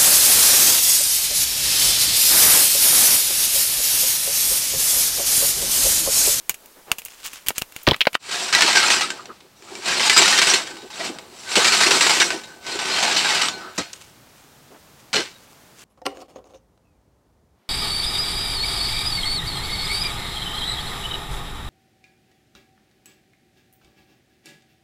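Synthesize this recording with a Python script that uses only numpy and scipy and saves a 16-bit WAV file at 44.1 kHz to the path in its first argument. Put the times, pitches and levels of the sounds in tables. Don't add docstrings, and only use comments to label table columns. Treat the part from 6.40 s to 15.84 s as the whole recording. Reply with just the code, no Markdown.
import sys
import numpy as np
from scipy import signal
from scipy.fft import rfft, irfft
from scipy.io import wavfile
from scipy.ndimage import uniform_filter1d

SR = 44100
rng = np.random.default_rng(int(sys.argv[2]) if len(sys.argv) > 2 else 0)


def log_audio(samples):
    frames = np.atleast_2d(samples).T
    limited = np.clip(frames, -1, 1)
    pcm = np.round(limited * 32767).astype(np.int16)
    wavfile.write(sys.argv[1], SR, pcm)


N = 416304
T = np.arange(N) / SR

# f/Hz, level/dB
BRIGHT_AIR_EQ = [(30, 1), (90, -11), (400, -2), (1000, -4), (2500, -8.5), (8000, -9.5), (14500, -9),
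                 (16000, -13)]
HOUSE_AIR_EQ = [(20, -11), (70, -1.5), (130, 2.5), (350, -3), (800, -4), (1500, -7.5), (2400, -11),
                (6000, -13), (10000, -17), (16000, -18.5)]
# t/s, bright gain, house gain
AIR_FADE = [(1.762, 1, 0), (1.778, .1, 0), (1.795, 0, .15), (1.83, 0, 1)]
# t/s, level/dB
AIR_DUCK = [(1.8, -4), (3.1, -4), (4.9, -1), (6.15, -1), (7.6, 0)]
# t/s, level/dB, rattle against crack/dB, tilt/(dB per octave)
FITTING_SNAPS = [(0.095, -1.5, -7, 0.5), (0.143, -21, -7, 0.5), (0.259, -25.5, -12, 4),
                 (0.5166, 0.5, -17.5, -2), (0.584, -20, 10, 1), (0.619, -28, -14, -1.5),
                 (0.651, -17, -16, 10), (0.658, -21.5, 6, 1), (0.684, -26, -16, -2), (0.8443, -26, 4, 0),
                 (0.861, -18.5, 2, 4), (0.932, -25, 11, -0.5), (1.063, -27, 0, -1), (1.069, -20, 4, -0.5),
                 (1.0847, 4.5, -14, 2), (1.093, -13, -5, -0.5), (1.1812, -4.5, -9.5, 1),
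                 (1.2155, -20, -13, -1), (1.2202, -9.5, -17, -2.5), (1.3226, -28, -18, -1.5),
                 (1.3635, -18.5, -11, -1), (1.433, -21, -15, 10), (1.563, -23, -18, -2.5),
                 (1.731, -22.5, 3, -2.5)]
# f/Hz, level/dB
SNAP_EQ = [(50, -4.5), (500, -10), (1000, -7), (1800, -6), (2700, -2), (4000, -8.5), (8000, -6),
           (14000, -7), (16000, -7)]
# f/Hz, width/Hz, level/dB
FITTING_RING = [(2350, 140, -7), (2800, 300, -1), (4700, 110, -5), (6840, 320, -2), (12500, 140, -27)]
# t/s, level/dB, f/Hz, width/Hz, length/s
LITTER_THUDS = [(0.21, -58.5, 497, 700, 0.12), (0.35, -54, 495, 700, 0.097), (0.46, -46, 540, 900, 0.11),
                (2.70, -48, 387, 300, 0.12), (2.87, -45, 327, 200, 0.069), (4.32, -46, 340, 150, 0.074),
                (4.42, -41.5, 376, 200, 0.067), (4.685, -33.5, 310, 109, 0.04),
                (5.163, -20, 400, 340, 0.042), (7.375, -29, 270, 403.4, 0.053),
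                (8.299, -50, 315, 350, 0.068), (8.325, -52.5, 480, 800, 0.072),
                (8.728, -29, 370, 332, 0.12)]
# middle t/s, level/dB, half length/s
RUSTLE_SWELLS = [(.79, -47.5, 0.14), (0.866, -31.5, 0.02), (0.964, -43, 0.052), (1.173, -37, .016),
                 (1.41, -47.5, 0.074), (1.75, -31.5, 0.0068), (7.377, -41.5, 0.025), (7.587, -49, 0.11),
                 (8.0, -57, 0.053), (8.6, -50.5, 0.01), (9.03, -54, 0.042), (9.118, -53, .014),
                 (9.417, -45.5, 0.037)]
# f/Hz, level/dB
SHAVINGS_EQ = [(100, -11), (500, -11), (1100, -1), (2000, -1.5), (2800, 3.5), (4000, -2), (7500, -1),
               (11000, -10), (16000, -21)]
# t/s, level/dB, f/Hz, width/Hz, decay/s
PART_KNOCKS = [(1.105, -14, 420, 900, 0.003), (1.468, -5.5, 3140, 2400, 0.0049),
               (1.4736, -1.5, 695, 1900, 0.004), (1.4773, -8.5, 400, 400, 0.012),
               (1.477, -5.5, 155, 130, 0.017), (1.487, 1, 3300, 2200, 0.00091),
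               (1.492, -19, 2600, 3500, 0.029), (1.5112, 0, 3470, 650, 0.0023),
               (1.5164, -4, 160, 324, 0.0035), (1.533, -14, 1880, 2500, 0.008),
               (1.5439, -9.5, 1900, 1700, 0.0019), (1.6073, -0.5, 2980, 810, 0.0078),
               (1.614, -2, 2730, 750, 0.0043), (1.6535, -14, 2330, 2500, 0.0028),
               (1.6689, -2.5, 2210, 1190, 0.005), (1.671, -1, 660, 550, 0.0015),
               (1.744, -17, 3620, 3000, 0.0041), (1.752, -1.5, 1260, 1900, 0.0012)]
# t/s, attack/s, hold/s, level/dB,
# fall/(dB per s), boom against level/dB, sizzle against level/dB, singing note/dB
TUBE_PUSHES = [(1.774, .16, 0.16, -25, 200, -15.5, -6, -70), (2.085, 0.066, 0.4, -15, 114, -17, -9, -65.5),
               (3.09, 0.26, .08, -38, 199.5, -5.5, -4.5, -75),
               (3.376, 0.11, 0.13, -18.5, 200, -12.5, -10, -55),
               (3.447, 0.22, 0.48, -14.5, 190, -18.5, -7.5, -40),
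               (4.433, .21, 0.025, -25.5, 241, -8.5, -7, -57), (4.74, 0.43, .02, -33, 200, -9, -3, -70),
               (4.998, 0.2, 0.61, -17, 104, -12.5, -5.5, -36),
               (6.187, 0.095, 0.18, -28.5, 200, -7.5, -8.5, -46),
               (6.139, .44, 0.47, -17.5, 176, -13, -10.5, -37)]
# f/Hz, level/dB
RASP_EQ = [(40, -44), (80, -24.5), (150, -14.5), (300, -10.5), (600, -13), (1000, -3.5), (1800, -3.5),
           (2600, 1), (3500, -2.5), (4600, -1), (7000, -9.5), (8400, -11), (10000, -19.5), (16000, -37.5)]
# f/Hz, width/Hz, level/dB
TUBE_RING = [(372, 85, 0), (515, 47, -11), (670, 113, -6), (852, 50, -5), (1308, 59, -1.5), (1560, 87, -3),
             (1920, 59, -9), (2145, 35, -13.5), (2310, 35, -10), (2680, 33, -20.5), (2970, 110, -15),
             (3140, 30, -9), (3820, 53, -5.5), (3720, 70, -12), (4180, 30, -2.5), (4310, 12, -4),
             (4600, 70, -26), (4940, 53, -7), (5220, 6.1, -22), (5680, 13, -17.5), (5760, 380, -9.5),
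             (7120, 110, -8), (7470, 105, -1), (7670, 34, -18), (7750, 63, -9), (7680, 140, -10)]
# t/s, level/dB, decay/s
TUBE_JOLTS = [(1.912, -25.5, 0.038), (2.127, -14, 0.03), (2.1495, -7, 0.0032), (2.2074, -8.5, 0.0067),
              (2.2208, -7, 0.0065), (2.354, -17, 0.032), (2.429, -16, 0.0074), (2.502, -10, 0.0093),
              (2.609, -15, 0.021), (2.703, -17, 0.0041), (2.856, -32.5, 0.0048), (3.005, -41.5, 0.007),
              (3.223, -40.5, 0.0056), (3.352, -28.5, 0.0058), (3.605, -19.5, 0.014), (3.697, -6.5, 0.0053),
              (3.7637, -10, 0.061), (3.817, -19, 0.027), (3.878, -13, 0.0098), (3.9768, -9, 0.0064),
              (4.0157, -12, 0.0097), (4.0707, -13, 0.015), (4.1363, -12.5, 0.016), (4.27, -29, 0.0052),
              (4.368, -32, .007), (4.503, -37, .04), (4.786, -32, 0.0071), (5.155, -11, 0.031),
              (5.2454, -13.5, 0.045), (5.32, -17, 0.037), (5.405, -14.5, 0.045), (5.508, -12.5, 0.018),
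              (5.6082, -13, 0.041), (5.695, -13.5, 0.023), (5.8, -13.5, 0.015), (5.904, -22.5, 0.024),
              (6.036, -37.5, .008), (6.265, -30.5, 0.017), (6.39, -24.5, 0.044), (6.627, -13, 0.018),
              (6.764, -14.5, 0.025), (7.0158, -11, 0.0095), (7.0845, -15, 0.0038), (7.379, -25, 0.043),
              (7.5365, -25.5, 0.0011), (8.73, -18.5, 0.055), (8.757, -20.5, 0.02), (8.801, -26.5, 0.012)]
# t/s, level/dB,
# f/Hz, width/Hz, length/s
BRACKET_SQUEAKS = [(2.78, -40.5, 1210, 380, 0.055), (2.885, -41, 1240, 280, 0.055),
                   (7.19, -42, 1310, 340, 0.16), (7.376, -27, 5986, 1834, 0.024),
                   (7.53, -32.5, 5550, 2590, .007)]


def undb(db):
    return 10 ** (np.asarray(db) / 20)


def unit(x):
    return x / np.sqrt(np.mean(x ** 2))


def curve(rows):
    s, *columns = np.transpose(rows)
    return [np.interp(T, s, c) for c in columns]


def add(track, s, sound):
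    start = max(int(s * SR), 0)
    track[start:start + len(sound)] += sound[:N - start]


def colour(x, points, size=2048):
    hz, db = np.transpose(points)
    f = np.maximum(np.arange(size // 2 + 1) * SR / size, 1)
    gain = undb(np.interp(np.log(f), np.log(hz), db))
    cepstrum = irfft(np.log(gain))
    cepstrum[1:size // 2] *= 2
    cepstrum[size // 2 + 1:] = 0
    response = irfft(np.exp(rfft(cepstrum)))
    return signal.fftconvolve(x, response / np.linalg.norm(response))[:len(x)]


def resonate(x, hz, width_hz):
    return signal.lfilter(*signal.iirpeak(hz, hz / width_hz, fs=SR), x + 1e-18)


def cut(x, hz, kind, order=4):
    return signal.sosfilt(signal.butter(order, hz, kind, fs=SR, output="sos"), x + 1e-18)


def grit(count, spread_db, grain_s):
    step = max(int(grain_s * SR), 1)
    sizes = np.repeat(undb(spread_db * rng.standard_normal(count)), step)[:count]
    return unit(rng.standard_normal(count) * sizes)


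def walk(rate_hz):
    count = int(rate_hz * N / SR) + 2
    return 1.32 * np.interp(T * rate_hz, np.arange(count), rng.standard_normal(N // 100)[:count])


def echoes(x, t60):
    t = T[:SR]
    tail = rng.standard_normal(SR) * undb(-60 * t / t60) * (1 - np.exp(-t / 0.0023))
    return signal.fftconvolve(x, tail / np.linalg.norm(tail))[:N]


def air(level_db=-51):
    bright_gain, house_gain = curve(AIR_FADE)
    bright = colour(rng.standard_normal(N), BRIGHT_AIR_EQ)
    house = undb(curve(AIR_DUCK)[0]) * colour(rng.standard_normal(N), HOUSE_AIR_EQ)
    return undb(level_db) * (bright_gain * bright + house_gain * house)


def clicks(rattle_s=0.0099, grip_detune=0.067):
    out, t = np.zeros(N), T[:SR // 6]
    for s, db, rattle_db, tilt in FITTING_SNAPS:
        crack_s = 0.0011 * 2 ** (-db / 26)
        envelope = np.exp(-t / crack_s) + undb(rattle_db) * np.exp(-t / rattle_s)
        force = envelope * grit(len(t), spread_db=0.81, grain_s=.0004)
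        force[0] = undb(9.5)
        eq = [(hz, level + tilt * np.log2(max(hz, 1000) / 3000)) for hz, level in SNAP_EQ]
        crack = colour(force, eq)
        grip = 1 + grip_detune * rng.uniform(-0.7, 1)
        ring = sum(undb(level) * resonate(crack, grip * hz, width) for hz, width, level in FITTING_RING)
        snap = crack + ring
        add(out, s, undb(db + 2) * snap / np.abs(snap).max())
    return out + undb(-31) * echoes(out, t60=0.22)


def rubs(table):
    out = np.zeros(N)
    for s, db, hz, width, length_s in table:
        progress = T[:SR // 3] / length_s
        force = rng.standard_normal(len(progress)) * progress * np.exp(-(2 * progress) ** 2)
        rub = resonate(resonate(force, hz, width), hz, 2 * width)
        rms = np.sqrt(np.sum(rub ** 2) / (length_s * SR))
        add(out, s, undb(db) * rub / rms)
    return out


def rustle():
    swell = sum(undb(db) * np.exp(-((T - s) / half_s) ** 2) for s, db, half_s in RUSTLE_SWELLS)
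    flutter = undb(1.5 * walk(70))
    return swell * flutter * colour(grit(N, spread_db=5.8, grain_s=0.00057), SHAVINGS_EQ)


def knocks():
    out, t = np.zeros(N), T[:SR // 6]
    for s, db, hz, width, decay_s in PART_KNOCKS:
        force = rng.standard_normal(len(t)) * np.exp(-t / decay_s)
        body = cut(resonate(force, hz, width), 4600, "low", order=5)
        knock = body / np.abs(body).max() + undb(-28) * force
        add(out, s, undb(db) * knock)
    return out + undb(-17) * echoes(out, t60=0.048)


def push(start, attack_s, hold_s, fall_db_per_s):
    rise = np.clip((T - start) / attack_s, 0, 1) ** 2
    return rise * undb(-fall_db_per_s * np.maximum(T - start - attack_s - hold_s, 0))


def effort(settle_db=-12.5, settle_db_per_s=59.5):
    strongest = np.zeros((3, N))
    for s, attack_s, hold_s, db, fall, boom_db, sizzle_db, _ in TUBE_PUSHES:
        shaking = push(s, attack_s, hold_s, settle_db_per_s)
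        slide = np.maximum(push(s, attack_s, hold_s, fall), undb(settle_db) * shaking)
        bands = np.array([slide, undb(boom_db) * shaking, undb(sizzle_db) * slide])
        strongest = np.maximum(strongest, undb(db) * bands)
    return strongest


def sliding(drive, boom_drive, sizzle_drive):
    contacts = grit(N, spread_db=1.48, grain_s=0.00046) * undb(1.07 * walk(140))
    rasp = colour(contacts, RASP_EQ)
    boom = unit(cut(rasp, 690, "low"))
    mids = unit(cut(cut(rasp, 700, "high"), 5490, "low"))
    sizzle = unit(cut(rasp, 7000, "high"))
    return undb(-4.5) * (drive * mids + boom_drive * boom + sizzle_drive * sizzle)


def tube():
    drive, boom_drive, sizzle_drive = effort()
    force = sticking() * sliding(drive, boom_drive, sizzle_drive) + jolts(drive)
    modes = sum(undb(db) * resonate(force * undb(6.5 * walk(28)), hz, width)
                for hz, width, db in TUBE_RING)
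    steel = undb(-0.89) * force + modes + jingle(force)
    return steel + undb(-13.5) * echoes(steel, t60=0.11)


def tube_note(hz=1512, wander_hz=10.15, waver_db=2, fall_db_per_s=53):
    phase = 2 * np.pi * np.cumsum(hz + wander_hz * walk(40)) / SR
    note = unit(np.sin(phase) * undb(waver_db * walk(25)))
    swell = sum(undb(note_db) * push(s, attack_s, hold_s, fall_db_per_s)
                for s, attack_s, hold_s, *_, note_db in TUBE_PUSHES)
    return note * swell


def jingle(force, count=1800, loose_db=-32.5):
    shake = np.sqrt(np.abs(uniform_filter1d(force ** 2, int(0.0023 * SR))))
    shake = shake ** 2 / (shake + undb(loose_db))
    out, t = np.zeros(N), T[:SR // 16]
    for when, pitch, size, sustain in rng.random((count, 4)):
        s = when * T[-1]
        hz = 1400 + 7300 * pitch ** 1.4
        ping = np.sin(2 * np.pi * hz * t) * np.exp(-t / (0.0068 + .014 * sustain))
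        add(out, s, shake[int(s * SR)] * undb(-8.5 + 9.2 * size - 4 * pitch) * ping)
    return out


def sticking(dip_db=-3.5):
    hold, t = np.zeros(N), T[:SR // 25]
    for s, *_ in TUBE_JOLTS:
        add(hold, s - len(t) / SR, (t / t[-1]) ** 2)
    return undb(dip_db * hold)


def jolts(drive, catches=130, catch_s=0.0075):
    force, t = np.zeros(N), T[:SR // 2]
    for s, db, decay_s in TUBE_JOLTS:
        add(force, s, undb(db) * np.exp(-t / decay_s))
    for when, size in rng.random((catches, 2)):
        s = when * T[-1]
        strength = drive[int(s * SR)] * undb(-7.5 + 7 * size)
        add(force, s, strength * np.exp(-t / catch_s))
    return undb(-1) * colour(force * grit(N, spread_db=3.1, grain_s=.0004), RASP_EQ)


def scene():
    metal = clicks() + knocks() + tube() + tube_note() + rubs(BRACKET_SQUEAKS)
    litter = rubs(LITTER_THUDS) + rustle()
    return (metal + litter + air())[None]


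def record(dry, top_hz=15800):
    rounded = dry / (1 + dry ** 6) ** (1 / 6)
    return signal.sosfilt(signal.ellip(8, .2, 70, top_hz, fs=SR, output="sos"), rounded)


dry = scene()
out = record(dry)
log_audio(out)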